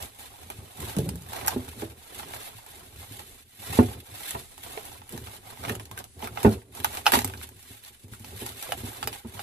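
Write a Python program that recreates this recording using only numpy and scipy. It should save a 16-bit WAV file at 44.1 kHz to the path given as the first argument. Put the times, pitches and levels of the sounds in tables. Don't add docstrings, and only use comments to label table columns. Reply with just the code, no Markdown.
import sys
import numpy as np
from scipy import signal
from scipy.io import wavfile
from scipy.ndimage import uniform_filter1d

SR = 44100
rng = np.random.default_rng(int(sys.argv[2]) if len(sys.argv) > 2 else 0)


def log_audio(samples):
    frames = np.atleast_2d(samples).T
    limited = np.clip(frames, -1, 1)
    pcm = np.round(limited * 32767).astype(np.int16)
    wavfile.write(sys.argv[1], SR, pcm)


def level_to_linear(level):
    exponent = np.asarray(level, float) / 20
    return 10 ** exponent


N = 415422
T = np.arange(N) / SR

# start t/s, length t/s, change of crinkle level/dB
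CATCHES = [
    (2.9, 0.057, -6.5),
    (9.2, 0.067, -6),
    (2.3, 0.046, 0.5),
    (2.1, 0.071, 0.5),
    (8.034, 0.017, 6),
    (4, 0.0055, 9),
    (2.4, 0.0074, 6),
]
# start t/s, length t/s, change of crinkle level/dB
SLIPS = [(0.181, 0.038, 3.5), (0.283, 0.049, 0.5), (0.39, 0.041, 2), (0.506, 0.155, 2.5),
         (0.793, 0.23, 2.7), (0.998, 0.11, 1), (1.778, 0.04, 5), (1.99, 0.059, 2), (2.124, 0.036, 1.5),
         (2.303, 0.09, 2), (2.457, 0.18, 1.3), (2.829, 0.052, 2), (2.9, 0.045, 4.5), (3.127, 0.02, 4),
         (3.197, 0.022, 2.5), (3.263, 0.088, 3.5), (3.429, 0.16, -6.5), (3.6, 0.16, 1.5),
         (3.937, 0.097, -4.5), (4.007, 0.12, -3.5), (4.183, 0.049, -1.5), (4.384, 0.16, 5.5),
         (4.6, 0.025, -4), (4.644, 0.34, 3.2), (4.985, 0.057, -2.5), (5.237, 0.054, 4.5), (5.327, 0.057, 4),
         (5.451, 0.03, 4), (5.69, 0.069, 2), (5.796, 0.043, 7.5), (5.883, 0.084, -4.5), (6.009, 0.032, -7),
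         (6.284, 0.036, -3.5), (6.632, 0.085, -7), (6.073, .09, 2), (3.434, 0.05, -3), (1.917, .055, -3.5),
         (6.9, 0.05, 3), (7.438, 0.029, -10.5), (7.798, 0.025, -8), (7.85, 0.18, -1), (7.897, 0.026, -5.5),
         (8.042, 0.06, -6), (8.118, 0.035, 8), (8.454, 0.058, 3.5), (8.852, 0.043, 4), (8.91, 0.022, -3),
         (9.006, 0.12, 0), (9.13, 0.028, 6), (9.302, 0.034, -5.5)]


def evened(x):
    return x / np.sqrt(np.mean(x ** 2) + 1e-20)


def read(points, hz):
    f, value = np.transpose(points)
    return np.interp(np.log(hz + 1), np.log(f + 1), value)


def add(mix, s, sound):
    part = mix[..., round(s * SR):][..., :sound.shape[-1]]
    part += sound[..., :part.shape[-1]]


def colour(x, points):
    hz = abs(np.fft.fftfreq(4096, 1 / SR))
    log_gain = np.log(level_to_linear(np.maximum(read(points, hz), -100)))
    taps = np.fft.ifft(np.conj(np.exp(signal.hilbert(log_gain)))).real[:2048]
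    return signal.oaconvolve(x, taps[(None,) * (x.ndim - 1)], axes=-1)[..., :x.shape[-1]]


def ring(modes, t, chance, detune):
    x = np.zeros(len(t))
    for (hz, db, t60), c in zip(modes, chance):
        x += level_to_linear(db - 60 * t / t60) * np.sin(2 * np.pi * hz * (1 + detune * c) * t)
    return x / abs(x).max()


def creases(per_s, spread_db, clump_db, clump_s):
    width = int(clump_s * SR)
    clumps = evened(uniform_filter1d(uniform_filter1d(rng.standard_normal(N), width), width))
    size = level_to_linear(spread_db * np.minimum(rng.exponential(1, N), 5) + clump_db * clumps)
    return size * (rng.random(N) < per_s / SR) * rng.choice([-1., 1.], N)


def effort(moves):
    t = T[::64, None]
    s, top_db, swell, fade = np.transpose(moves)
    db = top_db - 20 * np.maximum((s - t) / swell, (t - s) / fade)
    return level_to_linear(np.interp(T, t[:, 0], db.max(axis=1)))


def catches(moments, size):
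    db = sum(change * ((T > s) & (T < s + length)) for s, length, change in moments)
    return level_to_linear(uniform_filter1d(db, size))


def surroundings(x, wet_db, moves_per_s=30):
    lags = [22, 2, 20, 23, 22]
    # f/Hz, t60/s
    tail_decay = [(400, 0.083), (1300, 0.079), (3500, 0.085), (9000, 0.054)]
    length = SR // 8
    out, slots = np.zeros((2, N)), np.arange(40, length - 20, 12)
    places = lags + lags
    for k, lag in enumerate(places):
        taps = np.zeros((2, length))
        at = slots + rng.integers(0, 12, (2, len(slots)))
        np.put_along_axis(taps, at, rng.choice([-1., 1.], at.shape), 1)
        hz, t, z = signal.stft(taps, SR, nperseg=128)
        decay = level_to_linear(-60 * t / read(tail_decay, hz)[:, None])
        tail = signal.istft(z * decay, SR, nperseg=128)[1]
        tail = tail * level_to_linear(wet_db) / np.linalg.norm(tail[0])
        tail[[0, 1], [max(lag, 0), max(-lag, 0)]] += 1
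        place = (T * moves_per_s - k) % len(places)
        share = np.sin(np.pi / 2 * np.minimum(place, 2))
        out += signal.oaconvolve((x * share)[None], tail, axes=1)[:, :N]
    return out


def floor():
    # f/Hz, level/dB per Hz
    hiss = [(18, -35.5), (30, 14.5), (101, -10.5), (440, -27), (2130, -16.5), (3570, -15.5), (4280, -15),
            (5830, -16.5), (10600, -8), (14400, -34.5)]
    return level_to_linear(-57) * evened(colour(rng.standard_normal((2, N)), hiss))


def rumble():
    # f/Hz, bandwidth f/Hz, level/dB
    resonances = [(55, 78, -24.5), (79.5, 34.7, 1.5), (105.2, 27.5, -1), (139, 44, -9.5), (224, 156, -2.5),
                  (352.4, 78, -8.5)]
    # peak t/s, rumble level/dB, swell t/s and fade t/s per 20 dB
    rocks = [(.05, -40.5, 0.28, 0.03), (.5, -45, 0.49, 0.13), (.6, -45, 0.12, 0.11),
             (.81, -33, 0.056, 0.19), (.975, -34, 0.074, 0.37), (1.1, -29, 0.23, 0.11),
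             (1.57, -38, 0.28, 0.27), (1.84, -35, 0.14, 0.16), (2.2, -49, 0.2, 2),
             (2.99, -45.5, 0.17, 0.64), (3.75, -35, 0.15, 0.066), (3.8, -25, 0.018, 0.23),
             (3.91, -49, .1, 0.9), (4.35, -42.5, 0.1, 0.18), (4.6, -49, 0.16, 2.4),
             (5.14, -37.5, 0.058, 0.4), (5.72, -32.5, 0.26, 0.15), (6.2, -47, 2.4, 3),
             (6.455, -12, 0.014, 0.044), (6.56, -33, 0.12, 0.071), (6.82, -40.5, 0.12, 0.75),
             (7.16, -34.5, 0.095, 0.49), (7.71, -49.5, 0.073, 0.17), (8.05, -48, 0.036, 0.7),
             (8.27, -43.5, 0.096, 1.1), (8.45, -41, 0.21, .21), (8.87, -37.5, 0.57, 0.1),
             (9.05, -34.5, 0.084, 0.13), (9.26, -43, 0.031, .38)]
    # start t/s, length t/s, change of rumble level/dB
    grips = [(0.329, 0.097, -10), (0.614, 0.11, 9), (1.192, 0.092, -6), (1.247, 0.56, 4),
             (2.085, 0.29, 5.5), (2.4, 0.06, -7), (2.519, 0.18, -10), (2.744, 0.17, 7), (3.043, 0.043, -9),
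             (3.278, 0.081, 5), (3.617, 0.22, 0), (4.041, 0.04, -25.5), (4.18, 0.061, 7),
             (4.819, 0.18, -2.5), (5.552, 0.041, -12), (6.051, 0.11, -8.5), (6.271, 0.18, 4),
             (6.705, 0.031, -4.5), (6.854, 0.28, -1), (7.343, 0.05, -1.5), (7.583, 0.047, -14.5),
             (7.668, 0.09, 3.5), (7.827, 0.057, -7), (8.605, 0.067, -19)]
    pushes, out = creases(900., 2.2, 2.5, 0.019), np.zeros(N)
    for hz, width, db in resonances:
        r = np.exp(-np.pi * width / SR)
        pole = [1, 0, -1, 1, -2 * r * np.cos(2 * np.pi * hz / SR), r * r]
        out += level_to_linear(db) * evened(signal.sosfilt([pole, pole], pushes))
    return effort(rocks) * evened(out) * catches(grips, size=900)


def knocks():
    # f/Hz, level/dB, t60/s
    boom_modes = [(85, -16, .25), (103.7, 19.5, 0.19), (136.7, -1.5, 0.13)]
    # f/Hz, level/dB, t60/s
    pair_modes = [(362.4, 3, 0.2), (409, 8.5, 0.097), (454, -9.5, 0.28), (564, -4.5, 0.14)]
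    # f/Hz, level/dB, t60/s
    steel_modes = [(683, -7.5, 0.16), (735, -17.5, 0.25), (852, 9, 0.035), (1080, -4, 0.0394),
                   (1472, -3, 0.044), (1790, 4, 0.0093), (2620, -3.5, 0.016)]
    # t/s, peak level/dB, plate f/Hz, then upper and steel level/dB above peak
    blows = [(0.986, -15.5, 136, -0.5, -28), (1.069, -21, 185, -12, -20), (1.135, -27, 171, -22, -28),
             (1.5602, -15, 224, -6.5, -15.5), (1.821, -27.5, 232, 8.5, -2), (3.787, 0, 240.6, -6.5, -10),
             (3.827, -16, 243, -7, -23), (5.699, -24, 232, 0, -13), (6.446, -4.5, 258, 0.5, -4),
             (6.463, -3, 213, -4, -12), (7.132, -18, 252, -6, -5), (7.169, -17, 267, -15, -19),
             (8.418, -29, 234, 3, -5), (4.348, -31.5, 142, 3.5, 10.5), (5.128, -30.5, 231, -2, -5),
             (6.229, -29, 216, -2, 0.5), (1.02, -25, 189, -2, -27), (1.044, -24, 181, -12, -27),
             (1.1, -28, 185, -13, -27), (1.165, -33, 175, -15, -25), (1.21, -35, 134, -15, -25),
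             (5.15, -37.5, 238, 4, -15), (5.178, -37, 241, -6, -17), (5.706, -34, 204, 5, -20)]
    # t/s, peak level/dB, plate f/Hz, boom
    # level/dB above peak
    nudges = [(.582, -33.5, 91, -3), (.789, -30, 147, -27), (.967, -13.5, 192, -25), (3.104, -38, 260, 4),
              (3.697, -32, 146, 1), (5.648, -35, 202, -10), (6.518, -23.5, 196, -25),
              (6.791, -32.5, 263, -19), (7.244, -25, 271, -0.5), (7.701, -41.5, 262, -0.5),
              (8.037, -41, 227, 5.5), (8.114, -38, 230, 3), (8.2, -38.5, 224, 2), (8.833, -26, 242, -2),
              (9.246, -27, 253, -5), (9.348, -43, 141, 9.5), (.194, -59, 200, -4), (1.283, -43, 200, 4),
              (2.547, -51, 149, 11), (2.979, -51.5, 195, 15), (3.589, -43, 204, 0.5), (4.119, -50, 200, 11),
              (4.771, -27, 482, -32), (5.213, -47, 201, 11), (5.27, -46, 208, 6), (5.908, -40, 194, 1.5),
              (6.447, -33, 250, 12), (7.554, -53, 200, 10), (8.339, -40, 204, 1), (8.69, -30, 448, -15),
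              (9.072, -28.5, 433, -15)]
    strikes = [(s, db, hz, -12, pair, steel) for s, db, hz, pair, steel in blows]
    strikes += [(s, db, hz, boom, -14, -12.5) for s, db, hz, boom in nudges]

    out, steel, t = np.zeros(N), np.zeros(N), np.arange(SR // 2) / SR
    chance = rng.standard_normal((len(strikes), 16))
    for (s, db, hz, boom_db, pair_db, steel_db), c in zip(strikes, chance):
        rise = 1 - np.exp(-t / (.0007 * level_to_linear(-.2 * db)))
        plate = ring([(hz, 0, 0.12 * (240 / hz) ** 0.55), (hz * 1.4, -8, .1)], t, c, 0.067)
        boom = level_to_linear(boom_db) * ring(boom_modes, t, c[2:], 0.04)
        boom *= 1 - np.exp(-t / 0.00067)
        pair = level_to_linear(pair_db) * ring(pair_modes, t, c[5:], 0.0417)
        add(out, s + 0.0021, -level_to_linear(db + 1.0) * rise * (plate + boom + pair))
        wall = ring(steel_modes, t, c[9:], 0.038)
        add(steel, s + 0.0018, level_to_linear(db + steel_db + 2.5) * rise * wall)
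    return out + surroundings(steel, wet_db=3.0)


def snaps():
    # t/s, peak level/dB, ring f/Hz, treble level/dB above peak
    pops = [(.5, -24, 760, -6.5), (1.411, -26.5, 820, -8), (1.448, -25.5, 885, -16), (1.472, -21, 1390, 4),
            (1.819, -25.5, 680, -32), (2.335, -23.5, 638, -18), (4.346, -26.5, 780, -25),
            (4.774, -22, 680, -33), (6.617, -43.5, 900, -18), (5.637, -23.5, 620, -14),
            (5.649, -21, 684, -25), (5.6945, -18, 1850, -12), (5.796, -25, 590, -12),
            (5.912, -28.5, 1070, -3), (5.975, -29.5, 1570, -2), (6.272, -27, 1380, -5),
            (6.242, -23, 726, -17), (6.372, -19, 820, -28), (6.429, -22.5, 920, 0.5),
            (7.057, -17.5, 800, -7.5), (7.119, -9.5, 930, -0.5), (7.135, -4, 870, -22),
            (7.153, -9.5, 1060, -19), (7.297, -27, 907, -11.5), (7.336, -28.5, 1590, -11),
            (7.413, -32.5, 1495, -7), (8.134, -35, 1420, -5), (8.689, -31, 820, -17), (8.72, -11, 730, -10),
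            (9.392, -21, 770, -18)]
    # t/s, peak level/dB, then ring and treble level/dB above peak
    cracks = [(0.024, -14, -29, -11.5), (0.803, -24, -30, -4.5), (0.964, -10.5, -21, -17),
              (0.984, -9.5, -30, -17), (1.089, -11.5, -15, -13.5), (1.331, -19, -4.5, -9.5),
              (1.461, -27, -29, 5), (1.479, -4, -7.5, -7), (2.195, -21.5, -7, -26), (2.662, -29, -6.5, -9),
              (4.306, -17.5, -14, -4.5), (4.634, -17, -17, -17), (5.091, -34.5, -9, 2),
              (5.175, -15, -19, -16), (5.751, -21, -9.5, -8.5), (5.853, -21, -26, -18),
              (6.844, -5, -6, -11.5), (6.949, -20.5, -19, -8.5), (6.97, -8.5, -13, -25.5),
              (7.0642, 4.5, -4, -19), (7.144, -9.5, -22.5, -36), (7.188, -6, -8, -15),
              (7.244, -5, -17, -11), (7.275, -18.5, -15, -11), (8.244, -16, -19.5, -21),
              (8.462, -11.5, -14, -13.5), (8.624, -12, -25, -13), (9.0265, -6, -13, -25),
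              (9.0725, -1.5, -20, -17.5), (9.127, -15, -12, -20)]
    # t/s, level/dB (7 dB under the peak), then ring
    # and treble level/dB above peak
    more_cracks = [(0.4299, -35, -10.5, -15), (0.7138, -47, -24, -14), (0.8944, -25, -11, -27),
                   (1.1548, -36.5, -12, -5), (1.2196, -37, -18, -7), (1.6791, -34.5, -6, -15),
                   (2.2304, -29, -11, -21), (2.2944, -36, -5, -18), (2.996, -34, -14, -20),
                   (3.1215, -28, -21, -13), (3.1915, -22.5, -18, -28), (4.5775, -32, -13, -11),
                   (4.7046, -34, -16, -14), (4.8514, -28, -21, -12), (5.016, -42.5, -0.5, -31),
                   (5.0679, -47, -10, -10), (5.1223, -29, -20, -10), (5.2698, -34.5, -1.5, -17),
                   (5.5717, -39.5, -4, -24), (5.6811, -28, -5, -18), (5.893, -44, -16, -24),
                   (5.9876, -22.5, -26, -12), (6.0397, -27.5, -31, -13), (6.1908, -39, -5, -24),
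                   (6.2233, -32, 0, -21), (6.4028, -28.5, -8, -16), (6.5216, -29, -14, -23),
                   (6.7216, -50, -23, -14), (6.7491, -29, -18, -10), (6.7999, -22, -13.5, -16),
                   (7.2165, -18.5, -12.5, -18.5), (7.3736, -27.5, -20, -17.5), (7.437, -30, -11, -10),
                   (7.4884, -38, -10.5, -5), (7.6261, -33.5, -27, -11), (7.8466, -27.5, -26.5, -18),
                   (8.0805, -42, -14, -12), (8.1943, -40, -16, -6), (8.7864, -33, -13, -26),
                   (9.0391, -24, -14, -15)]
    crack_hz, crack_t60 = 876, 0.014
    releases = [(s, db, hz, 0, top, 0.012) for s, db, hz, top in pops]
    releases += [(s, db, crack_hz, sheet, top, crack_t60) for s, db, sheet, top in cracks]
    releases += [(s, db + 7, crack_hz, sheet, top, crack_t60) for s, db, sheet, top in more_cracks]

    out, t = np.zeros(N), np.arange(3000) / SR
    noise = rng.standard_normal((len(releases), 4, len(t)))
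    noise[:, 1:, 0] = 3.95
    low = signal.butter(2, [750., 2800.], "band", fs=SR)
    mid = signal.butter(2, [2200., 6000.], "band", fs=SR)
    top = signal.butter(2, [7500., 14000.], "band", fs=SR)
    for (s, db, hz, ring_db, top_db, t60), (a, b, c, d) in zip(releases, noise):
        modes = [(hz, 0, t60), (hz * 1.52, -4, 0.41 * t60), (hz * 3.3, -8, 0.21 * t60)]
        sheet = ring(modes, t, [0, *a[1:3]], 0.046)
        sheet += level_to_linear(-22.5 - 60 * t / 0.12) * np.sin(2 * np.pi * 490.0 * t)
        sheet += level_to_linear(1.0 - 60 * t / t60) * signal.lfilter(*low, d)
        crack = level_to_linear(-13.5 - 60 * t / t60) * signal.lfilter(*mid, b)
        tick = level_to_linear(top_db + 8.0 - 60 * t / (0.6 * t60)) * signal.lfilter(*top, c)
        onset = 1 - np.exp(-t / 0.00035)
        add(out, s + 0.001226, level_to_linear(db + 1.0) * (level_to_linear(ring_db) * sheet + (crack + tick) * onset))
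    out = signal.sosfilt(signal.butter(7, 650., "high", fs=SR, output="sos"), out)
    return surroundings(out, wet_db=-1.5)


def rustle():
    # f/Hz, level/dB per Hz
    fine_spectrum = [(710, -25), (1150, -5.5), (1500, -2.5), (3600, 1), (5600, -7), (8740, 0), (11500, 2.5),
                     (14400, -5)]
    # f/Hz, level/dB per Hz
    coarse_spectrum = [(150, -16), (390, -12), (570, -12.5), (760, -6), (1800, -18), (4500, -25.5),
                       (6500, -28.5), (11000, -120)]
    # peak t/s, crinkle level/dB, swell t/s and fade t/s per 20 dB
    draping = [(.02, -39, 0.051, 0.1), (.26, -46.5, 0.21, 0.084), (.5, -52.5, 1.5, 0.35),
               (.89, -43, 0.34, 0.14), (1.0, -49.5, .2, 0.65), (1.36, -41.5, 0.19, 0.24),
               (1.52, -40, 0.14, 0.069), (1.68, -49.5, 0.72, 0.89), (1.84, -46, 0.33, 0.053),
               (2.2, -43.5, 0.24, 0.17), (2.33, -46, 0.34, 0.59), (2.485, -45, 0.81, 0.038),
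               (2.57, -52, 0.4, 0.17), (2.68, -48.5, 0.07, 0.57), (3.03, -47.5, 0.36, 0.16),
               (3.17, -47.5, 0.55, 0.28), (3.43, -55.5, 1.3, 0.02), (3.67, -40.5, 0.15, 0.67),
               (3.78, -37.5, 0.39, 0.15), (3.93, -45, 0.46, 0.074)]
    # peak t/s, crinkle level/dB, swell t/s and fade t/s per 20 dB
    stretching = [(4.3, -37.5, 0.38, 0.14), (4.642, -44.5, 0.14, 0.12), (4.72, -48, .1, 0.42),
                  (4.832, -50.5, 0.41, 0.6), (5.11, -47, 0.065, 0.33), (5.35, -49.5, 0.54, 0.069),
                  (5.51, -50.5, 0.21, 0.13), (5.69, -42, 0.22, 0.11), (6.007, -45, 0.16, 0.056),
                  (6.241, -41.5, 0.072, 0.11), (6.44, -40.5, 0.17, 0.17), (6.526, -39.5, 0.1, 0.041),
                  (6.768, -44, 0.082, 0.22), (6.85, -39, 0.04, 0.14), (6.98, -41.5, 0.31, 0.094),
                  (7.075, -32.5, 0.035, 0.08), (7.138, -21.5, 0.023, 0.077), (7.24, -47, 0.41, 0.34),
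                  (7.448, -38, 0.091, 0.033), (7.74, -50, 0.42, 0.2), (7.9, -48, 0.31, 0.082),
                  (8.088, -57.5, 0.088, 1.5), (8.3, -47, 0.24, 0.49), (8.4, -42, 0.12, 0.42),
                  (8.63, -39.5, 0.14, 0.21), (8.76, -45.5, 1, 1.3), (8.97, -44, 0.65, 0.13),
                  (9.161, -49.5, 0.55, 0.68), (9.42, -44, 0.4, .1)]
    # t/s, coarse crease level/dB above the fine crinkle
    slack = [(0.0, -7.5), (.9, -3), (1.1, -8), (1.5, 4), (1.7, -8), (2.25, -4), (2.6, -5), (3.1, -7),
             (3.57, -13.5), (3.69, -2.5), (4.3, -10), (4.75, -4), (5.2, -10), (5.7, 0.5), (6.45, -1.5),
             (6.75, -7), (7.1, -4.5), (7.85, -14.5), (8.6, -8.5), (9.1, -6)]
    s, coarse_db = np.transpose(slack)
    fine = evened(colour(creases(1700., 3.04, 1.0, 0.01), fine_spectrum))
    coarse = evened(colour(creases(2000., 5.4, 0.43, 0.026), coarse_spectrum))
    fine += level_to_linear(-10.0) * evened(colour(creases(150., 2.0, 4.9, 0.0051), fine_spectrum))
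    film = effort(draping + stretching) * (fine + level_to_linear(np.interp(T, s, coarse_db)) * coarse)
    film = film * catches(CATCHES + SLIPS, size=330)
    return level_to_linear(-1.5) * surroundings(film, wet_db=4.0, moves_per_s=70)


def scene():
    high_pass = signal.butter(3, 60., "high", fs=SR, output="sos")
    counter = signal.sosfilt(high_pass, knocks() + rumble())
    hiss = floor() * catches(CATCHES + SLIPS, size=600)
    return hiss + counter + snaps() + rustle()


def roll_off(x):
    return signal.sosfilt(signal.butter(12, 15840, fs=SR, output="sos"), x)


def record(dry):
    # f/Hz, left minus right level/dB
    lean = [(60, 0.5), (130, 0.5), (290, -2), (640, -6.5), (1410, 0), (3100, -3), (6820, 3), (15000, -4)]
    half = [[(hz, side * db / 2) for hz, db in lean] for side in (1, -1)]
    heard = np.array([colour(x, h) for x, h in zip(dry, half)])
    low_pass = signal.firwin(1023, 14620, window=("kaiser", 6), fs=SR)
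    heard = signal.oaconvolve(heard, low_pass[None], "same")
    heard = np.tanh(heard * 0.79) / 1.346 * .5 + heard * .5
    return roll_off(heard)


dry = scene()
out = record(dry)
log_audio(out)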